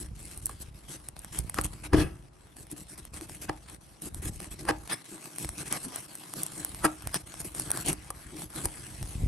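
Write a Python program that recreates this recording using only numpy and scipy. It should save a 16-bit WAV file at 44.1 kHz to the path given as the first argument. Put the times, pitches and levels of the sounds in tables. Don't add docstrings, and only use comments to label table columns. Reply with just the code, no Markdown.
import sys
import numpy as np
from scipy import signal
from scipy.fft import rfft, irfft, next_fast_len
from scipy.io import wavfile
from scipy.ndimage import uniform_filter1d

SR = 44100
rng = np.random.default_rng(int(sys.argv[2]) if len(sys.argv) > 2 else 0)


def int16_out(signal):
    q = np.round(np.clip(np.atleast_2d(signal).T, -1, 1) * 32767)
    wavfile.write(sys.argv[1], SR, q.astype(np.int16))


N = 408807
TIME = np.arange(N) / SR

# start/s, end/s, force/dB, wetness (flesh compared with rind)/dB
STROKES = [(0.0, 0.032, -37.5, -11.5), (0.187, 0.406, -45, -11), (0.417, 0.538, -45.5, -9.5),
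           (0.6, 0.633, -40.5, -11.5), (0.882, 0.967, -40, -5), (1.322, 1.41, -38.5, -6),
           (1.541, 1.612, -42, -4), (1.637, 1.666, -33.5, -11.5), (1.731, 1.739, -37.5, -1.5),
           (1.836, 1.875, -38.5, -0.5), (1.963, 2.032, -38, 5.5), (2.559, 2.643, -48.5, -17),
           (2.703, 2.732, -41, -12), (2.765, 2.838, -43.5, -26), (2.884, 2.95, -45, -15),
           (2.976, 3.006, -42.5, -7.5), (3.134, 3.192, -42, -8.5), (3.215, 3.256, -42.5, -8),
           (3.288, 3.371, -44, -11.5), (3.413, 3.456, -37, -10), (3.68, 3.753, -47, -3.5),
           (4.017, 4.091, -38.5, -14), (4.137, 4.198, -47.5, -18), (4.221, 4.298, -35, -12),
           (4.32, 4.383, -46.5, -18), (4.395, 4.477, -42.5, -6.5), (4.508, 4.546, -38.5, -9),
           (4.589, 4.621, -43, -0.5), (4.895, 4.946, -36, 3), (5.086, 5.162, -45, -27),
           (5.241, 5.283, -43.5, -9), (5.39, 5.458, -34, -13), (5.573, 5.634, -34, -8.5),
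           (5.655, 5.689, -38.5, -3), (5.705, 5.778, -35.5, 1), (5.827, 5.861, -36, -27),
           (5.931, 6, -45.5, 4.5), (6.354, 6.448, -37.5, -9.5), (6.55, 6.623, -39.5, -17),
           (7.144, 7.175, -35, 3.5), (7.394, 7.417, -35, -13), (7.445, 7.48, -36, -13),
           (7.543, 7.704, -37.5, -10.5), (7.727, 7.835, -36, -10.5), (7.846, 7.939, -33.5, -6.5),
           (7.874, 7.907, -25.5, -6.5), (8.361, 8.448, -41, -7.5), (8.55, 8.632, -36, -8.5),
           (8.637, 8.652, -30, -9)]
# t/s, level/dB
CREEP = [(0.0, -46), (0.41, -71), (0.54, -58.5), (1.86, -54.5), (2.27, -67), (3.15, -55.5), (3.97, -61),
         (4.28, -62), (4.8, -54), (5.65, -47), (6.14, -49.5), (6.68, -45), (6.95, -52), (7.38, -49),
         (7.75, -57.5), (8.0, -53.5), (8.8, -46), (9.27, -48.5)]
# start/s, end/s
CRACKLE_DIPS = [(0.07, 0.15), (0.70, 0.74), (1.095, 1.16), (1.88, 1.93), (2.29, 2.33), (3.08, 3.125),
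                (3.772, 3.808), (5.028, 5.042), (6.066, 6.08), (7.222, 7.26), (8.113, 8.14), (8.465, 8.5)]
# t/s, level/dB
GRIP = [(0.0, -41.5), (1.0, -48), (1.7, -43.5), (2.2, -45.5), (2.4, -55.5), (3.3, -46.5), (3.9, -56),
        (4.8, -42), (5.15, -100), (5.5, -46), (6.25, -71), (6.8, -45.5), (7.25, -52.5), (7.85, -42),
        (8.15, -48.5), (9.27, -45)]
# t/s, level/dB, half length/s
ROCKS = [(1.43, -29.5, 0.045), (1.635, -33, 0.043), (2.03, -37.5, 0.051), (4.235, -31, 0.1),
         (5.473, -33.5, 0.036), (7.07, -34, 0.025), (9.021, -28.5, 0.02), (9.23, -27, 0.071)]
# t/s, level/dB, share sent into the flesh/dB
SNAPS = [(0.376, -25.5, -10), (0.458, -13, -24), (0.467, -21, -5), (1.0871, -22.5, -4), (1.166, -36, 12),
         (1.1922, -26, -29), (1.2469, -27, 1.5), (1.3891, -12, -10), (1.497, -18.5, -5), (1.5439, -22.5, 5),
         (1.613, -16.5, -3), (1.618, -26, -12), (1.645, -22, -12), (1.655, -22, 4), (2.568, -39, 7),
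         (2.669, -40.5, 7), (2.715, -27, -6), (2.978, -36, 2), (3.0524, -30, -1), (3.2114, -29, 6.5),
         (3.296, -32.5, 9.5), (4.021, -25, -13), (4.146, -23.5, -0.5), (4.403, -28.5, 7), (4.653, -32, 9.5),
         (4.876, -30.5, 6.5), (5.3844, -20, 2), (5.447, -26.5, 11), (5.4910, -20, 0.5), (5.726, -11.5, 0),
         (5.96, -16.5, -7), (6.1538, -19.5, -12), (6.338, -21.5, 2), (6.4337, -11.5, -18),
         (6.465, -19.5, -6), (6.6485, -11, -9.5), (6.7473, -26.5, 4.5), (7.023, -30, 4),
         (7.073, -18.5, 4.5), (7.144, -10.5, 4), (7.341, -32, 10.5), (7.549, -23, 0), (7.5981, -13, -5),
         (7.705, -16, 1), (7.716, -9, -7), (7.7740, -17.5, 4), (7.862, -18.5, 1), (7.885, -14.5, -2),
         (7.9302, -17.5, -6), (8.42, -28.5, 8), (9.0286, -23.5, 4.5)]
# t/s,
# level/dB, rip before/s, rattle after/s, f of the open cut/Hz, # then the shares sent into rind/dB, board/dB,
# counter/dB
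KNOCKS = [(0.495, -37, 0.0011, 0.0018, 1150, -3, -26, -31),
          (1.5862, -17, 0.00029, 0.0015, 1350, -18, -9.5, -25),
          (1.9341, -18.5, 0.0026, 0.004, 990, -20, 1, 3), (1.943, -19.5, 0.0036, 0.015, 630, -32, 9, 5.5),
          (1.975, -20, 0.016, 0.054, 620, -16, 5, 1.5), (2.008, -25.5, 0.012, 0.04, 2600, -8, 4.5, -1),
          (3.4963, -21.5, 0.0053, 0.0014, 860, -28, -5.5, -16),
          (4.691, -17, 0.011, 0.0064, 814, -13.5, -12.5, -47),
          (6.851, -15, 0.0083, 0.0081, 1320, -4, -6, -29), (8.104, -33, 0.00068, 0.002, 1200, 1, -14, -19),
          (8.6555, -28.5, 0.0017, 0.0024, 950, 6, -3.5, -1.5)]
# middle t/s, half length/s, level/dB, f/Hz, brightness/dB, ring time/s
RASPS = [(1.58, 0.013, -29, 1380, -21, 0.0027), (4.925, 0.02, -19.5, 1752, -2, 0.021),
         (7.151, 0.018, -20.5, 1755, 2, 0.015), (7.751, 0.077, -28, 1620, -15, 0.0069)]
# t/s, level/dB, f/Hz, half length/s
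THUDS = [(2.731, -32, 295, 0.02), (3.219, -33, 324, 0.013), (4.07, -29, 303, 0.007),
         (4.632, -31.5, 330, 0.039), (5.139, -36.5, 323, 0.033), (5.865, -29.5, 267, 0.037),
         (6.369, -33.5, 308, 0.045), (7.896, -21.5, 312, 0.027), (8.341, -31, 310, 0.021)]
# start/s, end/s, level/dB, first slip rate/Hz, last slip rate/Hz, share sent into the board/dB
JUDDERS = [(4.687, 4.711, -6, 897, 230.3, -2.5), (6.844, 6.868, -3.5, 331.5, 299.6, -3.5)]

# f/Hz, level/dB, ring time (to fade by 60 dB)/s
BLADE_TONES = [(875, 1, 0.028), (1130, 18.5, 0.0099), (1256, 19, 0.014), (1650, 7, 0.022),
               (2570, 16.5, 0.014), (5120, 9, 0.026)]
BOARD_TONES = [(195, -25, 0.088), (310.2, 12, 0.21), (360, -0.5, 0.093), (418, 9, 0.016), (537, -14, 0.081)]
# multiple of its pitch, level/dB
SLIT_TONES = [(0.999, 6.5), (1.93, 1.5), (2.9, 6.5), (5.35, 14.5)]

# f/Hz, level/dB
RIND_SPECTRUM = [(300, -22.5), (1800, -3.5), (3500, -8), (5200, -3.5), (7000, -1.5), (8800, 8.5),
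                 (10300, 9), (11500, 7), (12600, -9.5), (13600, -23), (16000, -26)]
FLESH_SPECTRUM = [(40, -31), (200, 0.5), (450, -2), (750, 4.5), (1250, 0), (1800, 2), (2500, -2.5),
                  (3500, -4), (6000, -4), (12000, -62.5)]
CREAK_SPECTRUM = [(30, -61.5), (120, 5), (180, 3), (260, -8), (320, 3.5), (450, -12), (700, -15.5),
                  (2000, -34), (8000, -48), (13000, -76)]
RUMBLE_SPECTRUM = [(25, -13.5), (52, 6), (90, 0.5), (150, -3.5), (250, -15), (600, -33), (2000, -74)]
AIR_SPECTRUM = [(25, -50), (100, 3.5), (1000, -6), (4000, -29), (10000, -21), (14000, -72)]
SNAP_SPECTRUM = [(500, -77), (2500, -39), (5000, 1.5), (7000, 12), (9000, 20.5), (10500, 24), (12000, 16.5),
                 (13500, -1), (16000, -9)]
BLOW_SPECTRUM = [(150, -42.5), (450, 6.5), (620, 6), (780, 10.5), (1000, 0), (1300, -1), (1700, -1.5),
                 (2200, -9), (3500, -13), (5300, -17.5), (10000, -17), (14000, -48)]
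COUNTER_SPECTRUM = [(20, -18), (40, -2), (58, 0), (90, -4), (150, -10), (230, -15), (400, -36), (1500, -70)]
# f/Hz, level/dB
MIC_BALANCE = [(350, 0), (700, 1.5), (2400, 2), (4400, 5), (8100, 1.5), (15000, -1.5)]


def amp(db):
    return 10 ** (np.asarray(db) / 20)


def gain_curve(table):
    times, db = np.transpose(table)
    return amp(np.interp(TIME, times, db))


def unit_rms(x):
    return x / np.sqrt(np.mean(x ** 2))


def unit_energy(x):
    return x / np.sqrt(np.sum(x ** 2))


def response(spectrum, size=16384):
    hz, db = np.transpose(spectrum)
    bins_hz = np.fft.rfftfreq(size, 1 / SR) + 1
    log_gain = np.log(amp(np.interp(np.log(bins_hz), np.log(hz), db)))
    cepstrum = irfft(log_gain)
    cepstrum[1:size // 2] *= 2
    cepstrum[size // 2 + 1:] = 0
    return unit_energy(irfft(np.exp(rfft(cepstrum))))


def ring(tones, size=16384):
    t = TIME[:size]
    fading = (amp(db - 60 * t / ring_s) * np.sin(2 * np.pi * hz * t) for hz, db, ring_s in tones)
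    return unit_energy(sum(fading))


def through(x, tap_response):
    return signal.oaconvolve(np.atleast_2d(x), np.atleast_2d(tap_response), axes=1)[:, :N]


def grains(per_s, spread_db):
    happens = rng.random(N) < per_s / SR
    size = np.minimum(rng.exponential(size=N), 4)
    return unit_rms(happens * rng.choice([-1, 1], N) * amp(spread_db * size))


def burst(envelope):
    spectrum = rfft(envelope * rng.standard_normal(len(envelope)))
    even = irfft(spectrum / np.abs(spectrum), len(envelope))
    return unit_energy(even * envelope ** .35)


def scattered(x, spread):
    return x * (1 + spread * rng.standard_normal((2, N))) / np.sqrt(1 + spread ** 2)


def wet_pockets(x, depth_db, size=512):
    frames = signal.stft(x, nperseg=size)[2]
    patches = rng.standard_normal(frames.shape[1:])
    for _ in range(2):
        patches = uniform_filter1d(patches, size=5, axis=0)
        patches = uniform_filter1d(patches, size=7, axis=1)
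    gain = unit_rms(amp(depth_db * unit_rms(patches)))
    return signal.istft(frames * gain, nperseg=size)[1][:, :N]


def kitchen(x, near_db, room_db, near_s=0.0052, room_ring_s=0.25):
    t = TIME[:SR // 2]
    paths = []
    for _ in range(2):
        near = unit_energy(rng.standard_normal(len(t)) * np.exp(-t / near_s))
        dull = signal.lfilter([1], [1, -.6], rng.standard_normal(len(t)))
        tail = unit_energy(dull * amp(-60 * t / room_ring_s) * (1 - np.exp(-t / 0.00034)))
        paths.append((t == 0) + amp(near_db) * near + amp(room_db) * tail)
    return through(x, np.array(paths)) / np.sqrt(1 + amp(near_db) ** 2)


def sawing():
    ordinary_force_db, dip_db, arch_db = -39.5, -13, 2
    attack_s, release_s, dip_edge_s = 0.0017, 0.0019, 0.0062
    creak_db_per_s = 0.5
    dips = sum(1. * ((TIME > start) & (TIME < end)) for start, end in CRACKLE_DIPS)
    dips = uniform_filter1d(dips, int(dip_edge_s * SR))
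    rind = amp(3 + dip_db * dips) * gain_curve(CREEP)
    flesh = amp(-45) * (rind / amp(ordinary_force_db)) ** 0.73
    board = amp(-4.5) * flesh
    power = np.array([rind, flesh, board]) ** 2
    for start, end, force_db, wet_db in STROKES:
        span = slice(max(int((start - .05) * SR), 0), int((end + .08) * SR))
        t = TIME[span]
        bite = np.exp(-np.logaddexp(0, (start - t) / attack_s))
        stop = np.exp(-np.logaddexp(0, (t - end) / release_s))
        travel = np.clip((t - start) / (end - start), 0, 1)
        arch = amp(arch_db * (np.sin(np.pi * travel) - .5))
        creak_db = -48 + 0.87 * (force_db - ordinary_force_db) + creak_db_per_s * start
        gains = amp([force_db, force_db + wet_db, creak_db])
        power[:, span] += np.outer(gains, bite * stop * arch) ** 2
    return np.sqrt(power)


def tearing_fibres(rind_gain, flesh_gain):
    flutter = unit_rms(uniform_filter1d(rng.standard_normal(N), size=260))
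    bundles = unit_rms(amp(1.63 * flutter))
    stiff = amp(-7) * grains(per_s=70, spread_db=2)
    rind_tears = scattered(rind_gain * bundles * (grains(per_s=9000, spread_db=0.5) + stiff), spread=0.8)
    flesh_tears = scattered(flesh_gain * bundles * (grains(per_s=5000, spread_db=0.5) + stiff), spread=1)
    fruit = unit_energy(response(FLESH_SPECTRUM) + amp(-13.5) * ring(BLADE_TONES))
    crackle = through(rind_tears, response(RIND_SPECTRUM))
    crunch = through(flesh_tears, fruit)
    sound = wet_pockets(amp(-4.5) * (crackle + crunch), depth_db=2.8)
    return kitchen(sound, near_db=-13, room_db=-19, near_s=.0015)


def creaking_board(gain):
    slips = scattered(grains(per_s=300, spread_db=0.4) * gain, spread=0.3)
    wood = unit_energy(response(CREAK_SPECTRUM) + amp(-7.5) * ring(BOARD_TONES))
    return amp(-2) * through(slips, wood)


def rumbling_fruit():
    rocking = sum(amp(db) * np.exp(-((TIME - s) / half_s) ** 2) for s, db, half_s in ROCKS)
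    gain = gain_curve(GRIP) + rocking
    bumps = scattered(grains(per_s=370, spread_db=5) * gain, spread=0.29)
    return amp(-3) * through(bumps, response(RUMBLE_SPECTRUM))


def room_air():
    return amp(-62) * through(rng.standard_normal((2, N)), response(AIR_SPECTRUM))


def snapping_scales(crumble_db=-19, crumble_s=0.004, size=1024):
    in_rind, in_flesh = np.zeros((2, N + size))
    from_peak_s = np.abs(np.arange(size) - size // 2) / SR
    crack_times = 0.0004 * np.exp(0.4 * rng.standard_normal(len(SNAPS)))
    for (s, db, flesh_db), crack_s in zip(SNAPS, crack_times):
        start = int(s * SR) - size // 2
        crack = burst(np.exp(-from_peak_s / crack_s) + amp(crumble_db) * np.exp(-from_peak_s / crumble_s))
        in_rind[start:start + size] += amp(db) * crack
        in_flesh[start:start + size] += amp(db + flesh_db) * crack
    bright = amp(11) * through(in_rind, response(SNAP_SPECTRUM))
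    dull = amp(0.5) * through(in_flesh, response(FLESH_SPECTRUM))
    return kitchen(wet_pockets(bright + dull, depth_db=3), near_db=-8, room_db=-20, near_s=.001)


def knocking_blade(cavity_db=17, cavity_ring_s=0.018):
    blade, rind, board, counter = parts = np.zeros((4, N))
    cavity = np.zeros(N)
    for s, db, rip_s, rattle_s, cut_hz, *shares_db in KNOCKS:
        span = slice(int(s * SR) - SR // 10, int(s * SR) + SR // 2)
        t = TIME[span] - s
        push = burst(np.exp(-np.where(t < 0, -t / rip_s, t / rattle_s)))
        parts[:, span] += amp(db) * np.outer(amp([0, *shares_db]), push)
        cut_tone = ring([(cut_hz, 0, cavity_ring_s)])
        cavity[span] += amp(db + cavity_db) * through(push, cut_tone)[0, :len(t)]
    blade_jerks, board_jerks = juddering_blade()
    hollow = unit_energy(response(BLOW_SPECTRUM) + amp(-11) * ring(BLADE_TONES))
    wood = unit_energy(response(CREAK_SPECTRUM) + amp(-1) * ring(BOARD_TONES))
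    clack = through(amp(19.5) * blade + blade_jerks, hollow) + cavity
    clack += amp(22.5) * through(rind, response(RIND_SPECTRUM))
    thump = through(amp(24) * board + board_jerks, wood)
    thump += amp(22.5) * through(counter, response(COUNTER_SPECTRUM))
    return kitchen(clack, near_db=-2, room_db=-15, near_s=.0025) + kitchen(thump, near_db=-9, room_db=-19)


def rasping_blade(rise_per_s=0.27):
    sound = np.zeros(N)
    t = TIME[:SR // 2] - .25
    for s, half_s, db, hz, bright_db, ring_s in RASPS:
        tones = [(hz * ratio, tone_db + bright_db * (ratio > 1), ring_s) for ratio, tone_db in SLIT_TONES]
        slips = burst(np.exp(-(t / half_s) ** 2))
        drag = signal.oaconvolve(slips, ring(tones, size=4096))[:len(t)]
        rising = np.interp(t + rise_per_s * t ** 2 / 2, t, drag)
        start = int(s * SR) - len(t) // 2
        sound[start:start + len(t)] += amp(db) * rising
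    return kitchen(amp(20) * sound, near_db=-9, room_db=-20, near_s=.002)


def thudding_fruit(ring_s=0.096, dull_db=-9):
    sound = np.zeros(N)
    t = TIME[:SR // 2] - .25
    for s, db, hz, half_s in THUDS:
        body = unit_energy(ring([(hz, 0, ring_s)]) + amp(dull_db) * response(CREAK_SPECTRUM))
        shudder = burst(np.exp(-(t / half_s) ** 2))
        start = int(s * SR) - len(t) // 2
        sound[start:start + len(t)] += amp(db) * signal.oaconvolve(shudder, body)[:len(t)]
    return kitchen(amp(20) * sound, near_db=-10, room_db=-18)


def juddering_blade(unevenness=0.12, spread_db=2):
    jerks = np.zeros((2, N))
    pace = np.exp(unevenness * unit_rms(uniform_filter1d(rng.standard_normal(N), size=64)))
    strength = amp(spread_db * rng.standard_normal(N))
    for start, end, db, first_hz, last_hz, board_db in JUDDERS:
        span = np.arange(int(start * SR), int(end * SR))
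        cycles = np.cumsum(np.geomspace(first_hz, last_hz, len(span)) * pace[span]) / SR
        slips = span[np.diff(np.floor(cycles), prepend=-1) > 0]
        jerks[:, slips] += np.outer(amp([db, db + board_db]), strength[slips])
    return jerks


def scene():
    rind, flesh, board = sawing()
    return (tearing_fibres(rind, flesh) + rasping_blade() + creaking_board(board) + thudding_fruit()
            + rumbling_fruit() + snapping_scales() + knocking_blade() + room_air())


def record(dry):
    resonance_hz, width_hz, top_hz = 9950, 1750, 16300
    right_lag_s = 0.00001
    size = next_fast_len(N, True)
    hz = np.fft.rfftfreq(size, 1 / SR) + 1
    balance_hz, balance_db = np.transpose(MIC_BALANCE)
    tilt_db = np.interp(np.log(hz), np.log(balance_hz), balance_db) / 2
    resonance = resonance_hz ** 2 - hz ** 2 + 1j * hz * width_hz
    left = amp(tilt_db) * np.conj(resonance) / resonance
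    right = amp(-tilt_db) * np.exp(-2j * np.pi * hz * right_lag_s)
    stereo = irfft(rfft(dry, size) * np.array([left, right]), size)[:, :N]
    return signal.sosfilt(signal.ellip(8, .2, 70, top_hz, fs=SR, output="sos"), stereo)


dry = scene()
out = record(dry)
int16_out(out)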